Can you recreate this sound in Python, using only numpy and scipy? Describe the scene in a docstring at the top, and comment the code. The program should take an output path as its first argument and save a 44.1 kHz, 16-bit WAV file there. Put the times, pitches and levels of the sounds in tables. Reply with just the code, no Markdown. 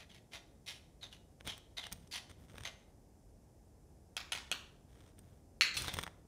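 """Straining spice paste in a kitchen

A steel spoon scrapes wet paste through a small mesh strainer and is tapped clean on the rim.
The strainer is set down on a steel dish, which rings; the spoon drops against it and the strainer slides.
Dry ticks and crackles of handling sit close to the microphone, over a low room rumble."""
import sys
import numpy as np
from scipy import signal
from scipy.fft import rfft, irfft
from scipy.io import wavfile
from scipy.ndimage import uniform_filter1d

SR = 44100
rng = np.random.default_rng(int(sys.argv[2]) if len(sys.argv) > 2 else 0)


def put_to_file(sound):
    """Save the sound as 16-bit audio at rate SR, in the file named by the first command-line argument."""
    columns = np.atleast_2d(sound).T  # one column per channel
    safe = np.clip(columns, -1, 1)
    whole_steps = np.round(safe * 32767)
    wavfile.write(sys.argv[1], SR, whole_steps.astype(np.int16))


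N = 276639

# Room rumble and microphone hiss. Each row: frequency in Hz, relative level in dB.
RUMBLE_COLOUR = [(20, -43.5), (29, -38.5), (38, 1), (50, 1), (90, 0.5), (160, -6), (260, -8.5), (500, -14),
                 (800, -18.5), (1100, -29), (1400, -35), (1700, -34), (2100, -53.5), (4000, -56.5)]
HISS_COLOUR = [(1000, -6.5), (2000, -1.5), (3000, -6), (4300, -6), (5100, -0.5), (9500, -1.5), (12000, -6),
               (15500, -11.5)]
# The kitchen's decay. Each row: frequency in Hz, time to fall 60 dB in seconds.
ROOM_DECAY = [(300, 0.95), (1000, 0.56), (3000, 0.45), (7000, 0.45), (14000, 0.29)]
# Reflections off counter and walls. Each row: delay in seconds, relative gain.
REFLECTIONS = [(.0021, 0.14), (.0072, .2), (.0095, 0.26), (0.0109, .25), (.015, 0.13)]
# Ticks at the microphone. Each row: start in seconds, level in dB, tilt in dB per octave.
CLOSE_TICKS = [(1.409, -40.5, -5.5), (1.4745, -25.5, -1.5), (1.579, -35.5, 4.5), (1.868, -33, -0.5),
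               (1.926, -24, 6), (2.075, -46, 2), (2.543, -49, -10), (2.556, -43.5, -4.5),
               (2.582, -35, -3.5), (2.608, -39, -1), (2.636, -36, -2), (5.006, -50, -4.5),
               (5.191, -41.5, 12), (5.821, -25.5, 7), (5.845, -35, -4.5), (5.874, -33, 5),
               (5.882, -23.5, -2.5), (5.9394, -22.5, -0.5), (5.969, -30, -2), (5.988, -22.5, -4),
               (6.014, -33, 0), (6.0299, -32, 2.5), (6.036, -26.5, -1), (6.0662, -35.5, -5),
               (6.077, -35.5, -6)]
# Shifts of grip. Each row: start in seconds, length in seconds, crackle in dB, thud in dB.
GRIP_SHIFTS = [(1.437, 0.057, -60, -53.5), (1.9, 0.18, -76, -63), (2.29, 0.032, -59, -56.5),
               (2.374, 0.1, -74.5, -56), (2.46, 0.2, -65, -58), (4.857, 0.3, -72, -64.5),
               (5.127, 0.31, -80, -63.5), (5.725, .17, -51, -51.5), (5.896, 0.14, -56.5, -54)]
# Spectra of one handling tick, one blow of the spoon, one on the dish and one catch on the mesh.
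# Each row: frequency in Hz, relative level in dB.
TICK_SPECTRUM = [(60, -6), (400, -7), (1000, -1), (2100, 1), (2650, -3), (3500, 3), (4400, -8), (5700, -3),
                 (6600, -5), (7500, -14.5), (8700, 0.5), (10600, -14.5), (13500, -10.5), (15500, -11)]
SPOON_CLICK = [(200, -19), (550, -20.5), (1000, -6), (1500, -2), (2700, 5), (4000, 1), (5200, -0.5),
               (7500, -7), (8800, -13), (10500, -13), (12500, -16), (15500, -15)]
LANDING_CLICK = [(200, -29.5), (700, -24), (1200, -17), (2000, 3.5), (2800, -1.5), (3500, -10), (4200, 4.5),
                 (4900, -16.5), (6200, -9.5), (7600, -20.5), (8500, -21), (9100, -32), (14000, -36.5),
                 (15200, -40.5)]
MESH_CLICK = [(150, -30), (700, 0.5), (1250, -4.5), (2050, -6.5), (2500, -5), (3300, 0.5), (4200, -0.5),
              (5100, -5.5), (6150, -18.5), (7000, -12), (9000, -19), (9650, -16), (11000, -17.5),
              (15500, -28)]
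# Blows: spoon on rim, strainer on dish, spoon dropping. Each row: start in seconds, strength in dB,
# tilt in dB per octave, decay time of the contact chatter in seconds.
RIM_TAPS = [(4.1672, -22.5, -1.3, .0007), (4.2035, -33.5, -4, .0004), (4.3208, -23.5, 0, 0.00058),
            (4.3232, -22, -1.5, .0006), (4.351, -29.5, -3.5, .001), (4.3752, -32, -3, 0.0016),
            (4.5152, -18, -1.1, .001)]
DISH_LANDINGS = [(5.6102, -9.5, 0.5, 0.00099), (5.743, -32, 4, 0.00063)]
SPOON_DROPS = [(5.7685, -31, 0.5, 0.0013), (5.771, -26.5, 1.5, 0.0074), (5.853, -54, -2, 0.00086)]
# Ring of the hand-held strainer, the dish and the spoon.
# Each row: frequency in Hz, relative level in dB, time to fall 60 dB in seconds.
RIM_MODES = [(750, -17, 0.016), (1870, -31.5, 0.17), (2320, -29.5, 0.22), (2532, -9, 0.035),
             (3276, -4, 0.022), (4040, -13, 0.025), (6300, -8, 0.0094), (7700, -14, 0.024),
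             (9800, -10, 0.012), (11050, -13, 0.013)]
DISH_MODES = [(1554, -34, .6), (1688, -35, .6), (1774, -35, .6), (1845, -22, .17), (2011, -22, .3),
              (2032, -29, .55), (2074, -26, .22), (2135, -28, .4), (2231, -26, .15), (2253, -21, .17),
              (2440, -31, .25), (2568, -26, .22), (2721, -31, .3), (2882, -28, .17), (3235, -33, .3),
              (3795, -40, .5), (3967, -29, .15), (4125, -32, .42), (4159, -34, .6), (4257, -28, .25),
              (4304, -34, .6), (4419, -25, .16), (5357, -26, .22), (5829, -32, .22), (6138, -27, .18),
              (6449, -37, .3), (7192, -45, .6), (9734, -31, .2), (12680, -41, .2), (14240, -41, .2)]
SPOON_MODES = [(2585, -5, .11), (3455, -16, .2), (4120, -11, .16), (4290, -12, .16), (5001, -24, .2),
               (5950, -17, .17), (7720, -18, .1), (8600, -16, .07), (9740, -17, .12), (10680, -22, .2),
               (13600, -31, .11)]
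# The strainer's frame in a scrape. Each row: frequency in Hz, width in Hz, relative level in dB.
FRAME_MODES = [(1694, 170, -20), (2083, 155, -4.5), (2480, 160, -9.5), (3133, 70, -15.5), (3650, 74, -17.5),
               (3450, 97, -27), (5640, 67, -14.5), (6110, 110, -10.5), (9440, 110, -25.5), (9800, 190, -21)]
# Scrapes of the wire mesh: spoon strokes, and last the strainer sliding on the dish.
# Each row: start in seconds, rise to full pressure in seconds, level in dB,
# pitch of the rasp in Hz, its relative level in dB, tilt in dB per octave.
MESH_SCRAPES = [(-.004, 0.0083, -54.5, 2440, -5, -.5), (.092, 0.012, -59.5, 3170, 2, 1),
                (.138, .01, -59, 2160, 1, 2), (.314, 0.033, -47.5, 2900, -25, 0),
                (.662, 0.032, -44, 3630, -9, 2.5), (.732, .015, -56, 2880, 2, 2),
                (1.011, 0.025, -48, 3800, 5, 0), (1.113, 0.018, -55, 2900, 1, 1.5),
                (1.457, 0.044, -43, 3170, 2.5, .5), (1.768, 0.012, -41, 3800, 5, -.5),
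                (1.818, 0.02, -47.5, 3080, 3.5, -0.5), (2.111, 0.015, -45.5, 4670, 4, 3.5),
                (2.125, 0.03, -41.5, 3260, -10, 1.5), (2.648, .002, -40.5, 3000, -3, -1.4),
                (5.85, 0.038, -43, 3700, -1, -0.5)]
# The rasp's pitch ratio at touch, at full pressure and at lift-off.
RASP_GLIDE = [1.13, 0.99, 0.86]


def amp(db):
    """Decibels to gain."""
    return 10 ** (np.asarray(db) / 20)


def unit(x):
    """Scales to an rms of one."""
    return x / np.sqrt(np.mean(x ** 2) + 1e-20)


def read(points, hz):
    """Reads a table on a log-frequency axis."""
    f, value = np.transpose(points)
    return np.interp(np.log(hz + 1), np.log(f), value)


def add(mix, start, sound):
    """Mixes a sound in at a start time in seconds."""
    at = round(start * SR)
    sound = sound[max(-at, 0):]
    part = mix[max(at, 0):][:len(sound)]
    part += sound[:len(part)]


def click(colour, tilt_db, size=2048):
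    """The shortest causal pulse with a given spectrum, peak one."""
    hz = np.fft.rfftfreq(size, 1 / SR)
    octaves = np.log2(np.clip(hz, 500, 9000))
    cepstrum = irfft(np.log(amp(read(colour, hz) + tilt_db * octaves)))
    cepstrum[1:size // 2] *= 2
    cepstrum[size // 2 + 1:] = 0
    pulse = irfft(np.exp(rfft(cepstrum)))
    return pulse / abs(pulse).max()


def noise(colour):
    """Steady noise of a given spectrum, rms one."""
    gain = amp(read(colour, np.fft.rfftfreq(N, 1 / SR)))
    return unit(irfft(rfft(rng.standard_normal(N)) * gain, N))


def grains(count, per_s, spread_db):
    """Random impulses of uneven size."""
    size = amp(spread_db * np.minimum(rng.exponential(1, count), 3))
    return size * rng.choice([-1, 1], count) * (rng.random(count) < per_s / SR)


def resonate(x, hz, width_hz):
    """One resonance, steady or gliding."""
    turn = np.exp(2j * np.pi * np.cumsum(hz * np.ones(len(x))) / SR)
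    return (turn * signal.lfilter([1], [1, -np.exp(-np.pi * width_hz / SR)], x / turn)).real


def room_tone():
    """The kitchen's low rumble and the microphone's own hiss."""
    return amp(-62) * noise(RUMBLE_COLOUR) + amp(-78.5) * noise(HISS_COLOUR)


def kitchen(x, echo_db, tail_db):
    """The microphone hears direct sound, near reflections, then a dense tail whose treble dies first."""
    hz, t, spectra = signal.stft(grains(SR, per_s=6000, spread_db=4), SR, nperseg=256)
    colour_db = read([(300, 6.5), (3000, -0.5), (7000, 2.5), (14000, 2.0)], hz)[:, None]
    spectra *= amp(colour_db - 60 * t / read(ROOM_DECAY, hz)[:, None])
    fade_in = np.interp(np.arange(SR) / SR, [.003, .009], [0, 1])
    tail = signal.istft(spectra, SR, nperseg=256)[1][:SR] * fade_in
    response = amp(tail_db) * tail / np.linalg.norm(tail)
    for delay, gain in REFLECTIONS:
        add(response, delay, amp(echo_db) * gain * np.array([.5, .5]))
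    response[0] += 1
    return signal.fftconvolve(x, response)[:N]


def soften(x, force_db):
    """Gentle slips lack the highest treble that hard ones have."""
    hardness = np.interp(force_db, [-48, -30], [.3, 1])
    soft = signal.fftconvolve(x, signal.firwin(21, 10800, fs=SR), "same")
    return soft + hardness * (x - soft)


def ticks(hard_db=-32.5, rebound_s=.0039, rebound_db=-6.5, slip_s=.0018):
    """Stick-slip ticks close to the microphone, each trailed by tiny slips; hard ones catch twice."""
    out, t = np.zeros(N), np.arange(SR // 50) / SR
    for start, db, tilt_db in CLOSE_TICKS:
        catches = [(0, 0), (rebound_s, rebound_db)] if db > hard_db else [(0, 0)]
        for delay, drop_db in catches:
            slips = .23 * rng.standard_normal(len(t)) * np.exp(-t / slip_s)
            slips[0] = 1
            tick = signal.fftconvolve(slips, click(TICK_SPECTRUM, tilt_db))
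            add(out, start + delay, -amp(db + drop_db) * soften(tick, db))
    return out


def grip_crackle(firm_db=-48.5, creep_s=.013):
    """Crackle and a soft thud swell at each tick and shift of grip; gentle crackle is sparse and dull."""
    out = np.zeros(N)
    low_noise = noise([(25, -30.5), (65, 1.0), (130, -3), (250, -14.5), (700, -23), (2000, -43.5)])
    creeps = [(start - creep_s, 2 * creep_s, db - 29, db - 30) for start, db, _ in CLOSE_TICKS]
    for start, length, db, thud_db in GRIP_SHIFTS + creeps:
        thud = unit(low_noise[round(start * SR):][:round(length * SR)])
        force_db = db - firm_db
        slips = grains(len(thud), per_s=750 * amp(.15 * force_db), spread_db=3.5)
        crackle = signal.fftconvolve(slips, click(TICK_SPECTRUM, tilt_db=.06 * force_db))[:len(thud)]
        shift = amp(db) * soften(unit(crackle), db + 12) + amp(thud_db) * thud
        add(out, start, shift * signal.windows.tukey(len(shift), .5))
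    return out


def blows(rows, colour, modes, chatter, crack_db, ring_db):
    """Steel on steel: each blow gives a crack (a click with brief chatter) and a decaying ring."""
    cracks, rings, t = np.zeros(N), np.zeros(N), np.arange(SR) / SR
    for start, db, tilt_db, contact_s in rows:
        force = chatter * rng.standard_normal(SR) * np.exp(-t / contact_s)
        force[0] = 1
        crack = signal.fftconvolve(force, click(colour, tilt_db))[:SR]
        add(cracks, start, amp(db + crack_db) * crack / np.linalg.norm(crack))
        for hz, mode_db, t60 in modes:
            wave = rng.choice([-1, 1]) * np.sin(2 * np.pi * hz * t)
            onset_db = db + ring_db + mode_db + tilt_db * np.log2(hz / 3000)
            add(rings, start, amp(onset_db - 60 * t / t60) * wave)
    return cracks, rings


def spoon_drop():
    """The spoon falls against the steel; its high ring reaches the microphone direct."""
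    crack, ring = blows(SPOON_DROPS, SPOON_CLICK, SPOON_MODES, chatter=.57, crack_db=15.5, ring_db=-3)
    return kitchen(crack, echo_db=-23, tail_db=-1.5) + ring


def dish_landing():
    """The strainer lands on the dish: the crack fills the room, the long ring arrives direct."""
    crack, ring = blows(DISH_LANDINGS, LANDING_CLICK, DISH_MODES, chatter=.14, crack_db=10, ring_db=-3)
    return kitchen(crack, echo_db=6, tail_db=1) + ring


def rim_taps():
    """The spoon knocks the hand-held rim: cracks spread round the room, the short ring is drier."""
    crack, ring = blows(RIM_TAPS, SPOON_CLICK, RIM_MODES, chatter=.57, crack_db=3.5, ring_db=-3.5)
    return kitchen(crack, echo_db=12, tail_db=3) + kitchen(ring, echo_db=-2, tail_db=-16)


def scraping(touch_pressure=.29, release_s=.061, cushion_s=.017):
    """Wire after wire catches in jerks on the spoon or the dish; the mesh rasps at a sinking pitch."""
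    out, t = np.zeros(N), np.arange(SR // 5) / SR
    for start, rise, db, rasp_hz, rasp_db, tilt_db in MESH_SCRAPES:
        stages = [0, rise, rise + release_s]
        pressure = np.interp(t, stages, [touch_pressure, 1, 0])
        envelope = pressure ** 1.41
        jerks_db = 2.2 * unit(uniform_filter1d(rng.standard_normal(len(t)), size=140))
        catches = grains(len(t), per_s=2300, spread_db=3.5) * amp(jerks_db)
        # bare steel is brighter until the paste cushions it
        bare = unit(signal.fftconvolve(catches, click(MESH_CLICK, tilt_db + 2.5))[:len(t)])
        cushioned = unit(signal.fftconvolve(catches, click(MESH_CLICK, tilt_db))[:len(t)])
        friction = cushioned + np.exp(-t / cushion_s) * (bare - cushioned)
        rasp = unit(resonate(friction, rasp_hz * np.interp(t, stages, RASP_GLIDE), width_hz=230))
        scrape = friction + amp(rasp_db) * rasp
        for hz, width_hz, mode_db in FRAME_MODES:
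            # each contact point damps and detunes the frame in its own way
            ring = unit(resonate(friction, hz * rng.uniform(.975, 1.025), width_hz))
            ring_db = mode_db + 1.5 + tilt_db * np.log2(hz / 3000) + rng.normal(0, 2.5)
            scrape += amp(ring_db) * ring
        gain = amp(db) * np.sqrt(np.mean(envelope ** 2))
        add(out, start, gain * unit(envelope * scrape))
    return out


def scene():
    """All sources sit dead centre, the handling closest; only a faint hiss differs left to right."""
    mesh = kitchen(scraping(), echo_db=-13, tail_db=-9)
    clatter = rim_taps() + dish_landing() + spoon_drop()
    background = room_tone()
    handling = kitchen(ticks() + grip_crackle(), echo_db=-22, tail_db=-18)
    mid = background + handling + clatter + mesh
    side = amp(-88) * noise([(3000, -31.0), (5000, -4.5), (9500, 2.0), (15000, -1.5)])
    return np.array([mid + side, mid - side])


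def record(dry):
    """The recorder's band limit cuts the highest treble."""
    lowpass = signal.firwin(401, 15650, window=("kaiser", 8), fs=SR)
    return signal.oaconvolve(dry, lowpass[None], "same")


dry = scene()
out = record(dry)
put_to_file(out)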